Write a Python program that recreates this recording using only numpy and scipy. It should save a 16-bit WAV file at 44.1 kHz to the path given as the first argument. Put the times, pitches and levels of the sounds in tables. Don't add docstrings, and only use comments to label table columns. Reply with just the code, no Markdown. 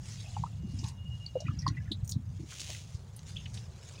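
import sys
import numpy as np
from scipy import signal
from scipy.fft import rfft, irfft
from scipy.io import wavfile
from scipy.ndimage import uniform_filter1d

SR = 44100
rng = np.random.default_rng(int(sys.argv[2]) if len(sys.argv) > 2 else 0)


def persist_wave(psi):
    counts = np.round(np.clip(psi, -1, 1) * 32767).astype(np.int16)
    wavfile.write(sys.argv[1], SR, np.atleast_2d(counts).T)


N = 176400


def undb(db):
    return 10 ** (np.asarray(db) / 20)


def unit(x):
    return x / np.sqrt(np.mean(x ** 2) + 1e-20)


def curve(rows):
    return undb(np.interp(np.arange(N) / SR, *np.array(rows).T))


def colour(x, points):
    hz, db = np.array(points).T
    f = np.maximum(np.arange(N // 2 + 1) * SR / N, 1)
    gain = undb(np.interp(np.log(f), np.log(hz), db))
    return unit(irfft(rfft(x) * gain, N))


def band(size, hz, width):
    f = np.arange(size // 2 + 1) * SR / size + 1
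    phases = np.exp(2j * np.pi * rng.random(len(f)))
    detuning = (f * f - hz * hz) / (2 * f * width)
    return unit(irfft(phases / (1 + detuning ** 2) ** 4, size))


def walk(rate):
    hold = int(SR / rate)
    steps = np.repeat(rng.standard_normal(N // hold + 1), hold)
    return unit(uniform_filter1d(steps, hold)[:N])


def add(out, start, sound):
    i = max(int(start * SR), 0)
    part = sound[:max(N - i, 0)]
    out[i:i + len(part)] += part


def burst(t, attack, decay):
    return np.minimum(t / attack, 1) * np.exp(-np.maximum(t - attack, 0) / decay)


def impacts(per_s, spread_db):
    hit = rng.random(N) < per_s / SR
    size = undb(spread_db * np.minimum(rng.exponential(size=N), 4))
    return unit(hit * size * rng.standard_normal(N))


def resonant_bursts(rows, attack_s):
    out, t = np.zeros(N), np.arange(SR // 3) / SR
    for start, db, hz, width, decay in rows:
        add(out, start, undb(db) * burst(t, attack_s, decay) * band(len(t), hz, width))
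    return out


def froth(per_s, centre_hz, octaves, cycles, range_db):
    out, rise_per_s = np.zeros(N), 0.56
    for when, pitch, strength in rng.random((int(per_s * N / SR), 3)):
        hz = centre_hz * 2 ** (octaves * (2 * pitch - 1))
        t = np.arange(int(5 * cycles * SR / hz)) / SR
        envelope = (1 - np.exp(-t * hz / 2)) * np.exp(-t * hz / cycles)
        tone = np.sin(2 * np.pi * hz * t * (1 + rise_per_s * t / 2))
        gain = undb(range_db * strength ** 10)
        add(out, when * N / SR, gain * envelope * tone)
    return unit(out)


def reflections(x, db, decay_s, length_s, gap_s=0):
    t = np.arange(int(length_s * SR)) / SR
    tail = rng.standard_normal(len(t)) * np.exp(-t / decay_s) * (t >= gap_s)
    tail /= np.sqrt(np.sum(tail ** 2))
    return x + undb(db) * signal.fftconvolve(x, tail)[:N]


def microphone(x):
    # f/Hz, level/dB
    response = [(7000, 0.5), (9500, 5.5), (12000, 0.5), (15000, 2.5)]
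    f = np.arange(N // 2 + 1) * SR / N
    return irfft(rfft(x) * undb(np.interp(f, *np.array(response).T)), N)


def garden():
    # f/Hz, level/dB
    spectrum = [(180, 11), (300, 6.5), (937, 1.5), (1140, -1), (3810, -13), (4490, -28), (5130, -43),
                (6460, -13), (11700, -22.5), (15500, -19.5)]
    return undb(-63.5) * colour(rng.standard_normal(N), spectrum)


def whistle():
    # t/s, length/s, level/dB
    chirps = [(0.565, 0.41, -66.5), (0.965, 0.069, -58), (1.045, 0.041, -55.5), (1.094, 0.071, -53.5),
              (1.195, 0.068, -53), (1.265, 0.051, -59), (1.338, 0.091, -55.5), (1.423, 0.12, -65)]
    pitch_hz, fade_s, flutter_db = 2857, 0.0087, 1.5
    hz = pitch_hz * (1 + .0015 * walk(8.8) + .005 * walk(150))
    tone = np.sqrt(2) * np.sin(2 * np.pi * np.cumsum(hz) / SR)
    envelope = np.zeros(N)
    for start, length, db in chirps:
        arch = np.abs(np.sin(np.linspace(0, np.pi, int(length * SR))))
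        add(envelope, start, undb(db) * np.sqrt(arch))
    pole = np.exp(-1 / (fade_s * SR))
    envelope = signal.lfilter([1 - pole], [1, -pole], envelope)
    return tone * envelope * undb(flutter_db * walk(60))


def rumble():
    # f/Hz, level/dB
    spectrum = [(20, -32.5), (40, -16), (62, -4), (105, 2), (150, -4.5), (200, -14.5), (300, -37),
                (450, -79), (900, -78)]
    # t/s, level/dB
    swells = [(0, -41.5), (0.27, -45.5), (0.39, -38), (0.5, -39.5), (0.72, -37), (0.97, -43.5), (1.14, -38),
              (1.24, -46.5), (1.39, -45), (1.6, -36), (1.95, -39.5), (2.42, -42), (2.55, -54.5),
              (2.64, -46.5), (2.87, -46), (3.1, -47), (3.47, -38.5), (3.8, -50), (4, -47)]
    # crest t/s, f/Hz, level/dB
    thumps = [(0.401, 126, -24.5), (0.425, 124, -23.5), (0.651, 191, -29), (0.7, 143, -29),
              (0.848, 136, -30), (1.454, 134, -27), (1.497, 113, -22), (1.688, 134, -22.5),
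              (1.712, 114, -28.5), (1.79, 126, -28.5), (1.918, 299, -28.5), (2.035, 108, -23),
              (2.124, 112, -27.5), (2.168, 119, -20.5), (2.305, 109, -28), (2.412, 137, -34.5),
              (2.952, 105, -29.5)]
    out = colour(rng.standard_normal(N), spectrum + [(4000, -130)]) * curve(swells)
    t, width_s = np.arange(-SR // 20, SR // 20) / SR, 0.0044
    bell = np.exp(-.5 * (t / width_s) ** 2)
    for crest, hz, db in thumps:
        add(out, crest + t[0], undb(db) * bell * np.cos(2 * np.pi * (hz * t + rng.random())))
    return out


def leaves():
    # f/Hz, level/dB
    spectrum = [(200, -6.5), (550, -12), (1300, -15), (2900, 1), (5100, -3.5), (6500, 2), (8400, -10),
                (9600, -7.5), (11500, -26.5), (15300, -18)]
    # t/s, level/dB
    levels = [(2.45, -71), (2.51, -48.5), (2.6, -49), (2.64, -48.5), (2.705, -45.5), (2.78, -50.5),
              (2.85, -60.5), (2.96, -66)]
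    # t/s, peak level/dB
    ticks = [(2.597, -31), (2.6035, -29), (2.616, -27), (2.7025, -29.5), (2.7724, -43), (2.944, -49),
             (3.192, -40), (3.231, -48)]
    t, tick_decay_s = np.arange(N) / SR, 0.0017
    brushing = (t > levels[0][0]) & (t < levels[-1][0])
    out = colour(impacts(per_s=3600, spread_db=-1), spectrum) * curve(levels) * brushing
    for start, db in ticks:
        tick = colour(rng.standard_normal(N) * np.exp(-t / tick_decay_s), spectrum)[:SR // 20]
        add(out, start, undb(db) * tick / np.abs(tick).max())
    return out


def bucket_knocks():
    # t/s, level/dB, centre f/Hz, width/Hz, decay/s
    knocks = [(0.632, -47, 290, 119, 0.015), (0.672, -48.5, 317, 100, .014), (0.728, -44.5, 232, 96, 0.087),
              (0.828, -46, 270, 153, 0.0082), (1.462, -44, 240, 114, 0.088),
              (1.675, -43.5, 276, 101, 0.042), (1.913, -34.5, 240, 130, 0.0081),
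              (2.155, -41.5, 226.4, 107, 0.037), (2.392, -42.5, 284, 138, 0.014),
              (2.432, -43, 283, 140, 0.0095)]
    return resonant_bursts(knocks, attack_s=0.0045)


def cup_wall(x):
    modes_hz, width_hz = [3200, 3820, 4470, 5767, 6770, 8690], 670
    f = np.arange(len(x) // 2 + 1) * SR / len(x)
    response = sum(1 / np.hypot(1, 2 * (f - hz) / width_hz) ** 2 for hz in modes_hz)
    return unit(irfft(rfft(x) * response, len(x)))


def cup_crackles():
    # t/s, level/dB, centre f/Hz, width/Hz, decay/s
    crackles = [(1.403, -41.5, 5600, 2820, 0.0057), (1.5884, -40.5, 5450, 1100, 0.011),
                (1.618, -47, 5100, 1510, 0.007), (1.664, -40.5, 4760, 700, 0.0059),
                (1.676, -32.5, 4380, 2630, 0.0039), (1.684, -40, 5070, 3500, 0.0022),
                (1.9152, -31, 3750, 1200, 0.0075), (2.044, -56.5, 8000, 5100, 0.012),
                (2.075, -46.5, 6300, 2240, 0.004), (2.092, -38, 6500, 2400, 0.0067),
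                (2.111, -42, 7100, 3160, 0.0056), (2.1185, -34.5, 5220, 3260, 0.0037),
                (2.128, -51.5, 3900, 810, 0.013), (3.162, -52.5, 11200, 2900, 0.0062)]
    attack_s, snap_above_hz = 0.0029, 6200
    out, t = np.zeros(N), np.arange(SR // 10) / SR
    for start, db, hz, width, decay in crackles:
        ring = cup_wall(band(len(t), hz, width))
        tick = undb(-21) * band(len(t), 4700, 8100)
        high_ring = undb(-10) * band(len(t), 14800, 1300)
        snap = undb(-7) * band(len(t), 6700, 9000)
        crackle = ring + tick + (hz > snap_above_hz) * (high_ring + snap)
        add(out, start, undb(db) * burst(t, attack_s, decay) * crackle)
    return out


def slosh():
    # t/s, level/dB
    levels = [(1.38, -90), (1.47, -60), (1.58, -69.5), (1.7, -61.5), (1.9, -68.5), (2.06, -83)]
    t = np.arange(N) / SR
    dunked = (t > levels[0][0]) & (t < levels[-1][0])
    return froth(per_s=260, centre_hz=2046, octaves=.6, cycles=26, range_db=14) * curve(levels) * dunked


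def fizz():
    # t/s, level/dB
    levels = [(0, -69), (0.3, -58.5), (0.65, -74), (1.1, -80), (1.5, -66), (1.72, -74), (2.0, -70),
              (2.2, -89), (3.05, -88), (3.4, -78), (3.7, -69), (4, -60.5)]
    return froth(per_s=830, centre_hz=4457, octaves=0.87, cycles=14, range_db=14) * curve(levels)


def gurgle():
    # t/s, level/dB
    levels = [(0, -71), (0.33, -84), (0.6, -78.5), (2.7, -76), (3.0, -67), (3.3, -69.5), (4, -62)]
    return froth(per_s=1100, centre_hz=780, octaves=1.1, cycles=6, range_db=4) * curve(levels)


def gulps():
    # t/s, f/Hz, level/dB, hold/s, glide/(octaves per s)
    bubbles = [(0.365, 864, -30.5, 0.0049, 0.5), (0.4363, 912, -23, 0.0019, 14),
               (0.462, 1165, -44, 0.0053, 19), (1.262, 4500, -31.5, .002, -3),
               (1.354, 543, -23.5, 0.016, -6.5), (1.402, 630, -40, 0.0059, -3),
               (1.419, 596, -40, 0.0073, 12), (1.466, 2380, -42, 0.016, 6.5),
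               (1.482, 1160, -36.5, 0.0049, 25.5), (1.504, 1225, -47, 0.0082, 1),
               (1.624, 1950, -50.5, 0.033, -1), (1.657, 1940, -49, 0.0074, -3),
               (1.664, 1003, -20, 0.0036, 12), (1.679, 1933, -46, 0.045, 0.5), (1.768, 1930, -40, 0.016, 4),
               (1.876, 1775, -51, 0.0043, 1), (3.366, 3170, -33, 0.0031, 19), (3.456, 2910, -38, 0.001, 11)]
    attack_s, release_s, damping_s, wobble = 0.0035, 0.0025, 0.024, .03
    out, t = np.zeros(N), np.arange(SR // 20) / SR
    swell = np.sin(np.pi / 2 * np.minimum(t / attack_s, 1)) ** 2
    for start, hz, db, hold, glide in bubbles:
        fade = np.exp(-np.maximum(t - hold - attack_s / 2, 0) / release_s - t / damping_s)
        pitch = hz * 2 ** (glide * t) * (1 + wobble * band(len(t), 150, 300))
        tone = np.sin(2 * np.pi * np.cumsum(pitch) / SR)
        splash = undb(-22) * band(len(t), hz, hz)
        add(out, start, undb(db) * swell * fade * (tone + splash))
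    return out


def cup_ring_and_slaps():
    # t/s, level/dB, centre f/Hz, width/Hz, decay/s
    ring_and_slaps = [(0.24, -60, 715, 200, 0.18), (0.786, -46, 5460, 2630, 0.012),
                      (0.832, -51.5, 937, 312, 0.053), (0.838, -45.5, 3860, 4830, 0.0046),
                      (0.880, -47, 5560, 4930, 0.0095), (2.519, -50.5, 1500, 1520, 0.0095),
                      (2.599, -39, 5270, 4100, 0.012), (2.691, -49, 580, 520, 0.011),
                      (2.743, -46.5, 2100, 1700, 0.0049), (2.942, -55.5, 5000, 3870, 0.018),
                      (3.358, -47.5, 3020, 1200, 0.033), (3.457, -47.5, 2630, 1810, 0.004),
                      (3.538, -49, 5100, 5200, 0.014), (3.571, -45, 3600, 2920, 0.0052)]
    return resonant_bursts(ring_and_slaps, attack_s=0.0053)


def wandering_stream(x, depth_db):
    bands = signal.stft(x, nperseg=512)[2]
    flicker = uniform_filter1d(rng.standard_normal(bands.shape), size=4, axis=0)
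    flicker = unit(uniform_filter1d(flicker, size=6, axis=1))
    return unit(signal.istft(bands * undb(depth_db * flicker))[1][:N])


def spatter():
    # f/Hz, level/dB
    spectrum = [(300, -9), (480, -13), (700, -11.5), (1350, -12), (2000, -5), (2900, -4.5), (5000, -3),
                (6500, 0.5), (8400, -9.5), (9600, -11), (11700, -28.5), (15300, -25.5)]
    # t/s, level/dB
    flow = [(0, -63.5), (0.085, -51), (0.24, -54), (0.44, -60), (0.62, -70.5), (0.74, -60), (0.88, -53.5),
            (0.98, -72.5), (1.18, -64), (1.34, -67), (1.53, -69.5), (2.22, -74), (2.34, -66.5),
            (2.46, -62.5), (2.96, -64), (3.1, -67.5), (3.25, -61.5), (3.3, -51), (3.35, -59.5),
            (3.51, -61.5), (3.57, -53.5), (3.63, -60.5), (3.73, -64.5), (3.9, -55.5), (4, -61.5)]
    drops = impacts(per_s=3000, spread_db=3)
    mist = rng.standard_normal(N)
    stream = wandering_stream(colour(drops + mist, spectrum), depth_db=3.3)
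    spurts = undb(1.1 * walk(90))
    return unit(stream * spurts) * curve(flow)


def scene():
    background = rumble() + whistle() + garden()
    close = gulps() + cup_crackles() + cup_ring_and_slaps()
    close = reflections(close, db=-12.5, decay_s=0.011, length_s=0.5, gap_s=0.0074)
    close = microphone(close) + bucket_knocks()
    bubbling = fizz() + gurgle()
    watering = reflections(spatter(), db=-13, decay_s=.004, length_s=0.05)
    return (background + close + bubbling + watering + leaves() + slosh())[None]


def record(dry):
    top_hz = 15800
    return signal.sosfilt(signal.ellip(10, .2, 70, top_hz, fs=SR, output="sos"), dry)


dry = scene()
out = record(dry)
persist_wave(out)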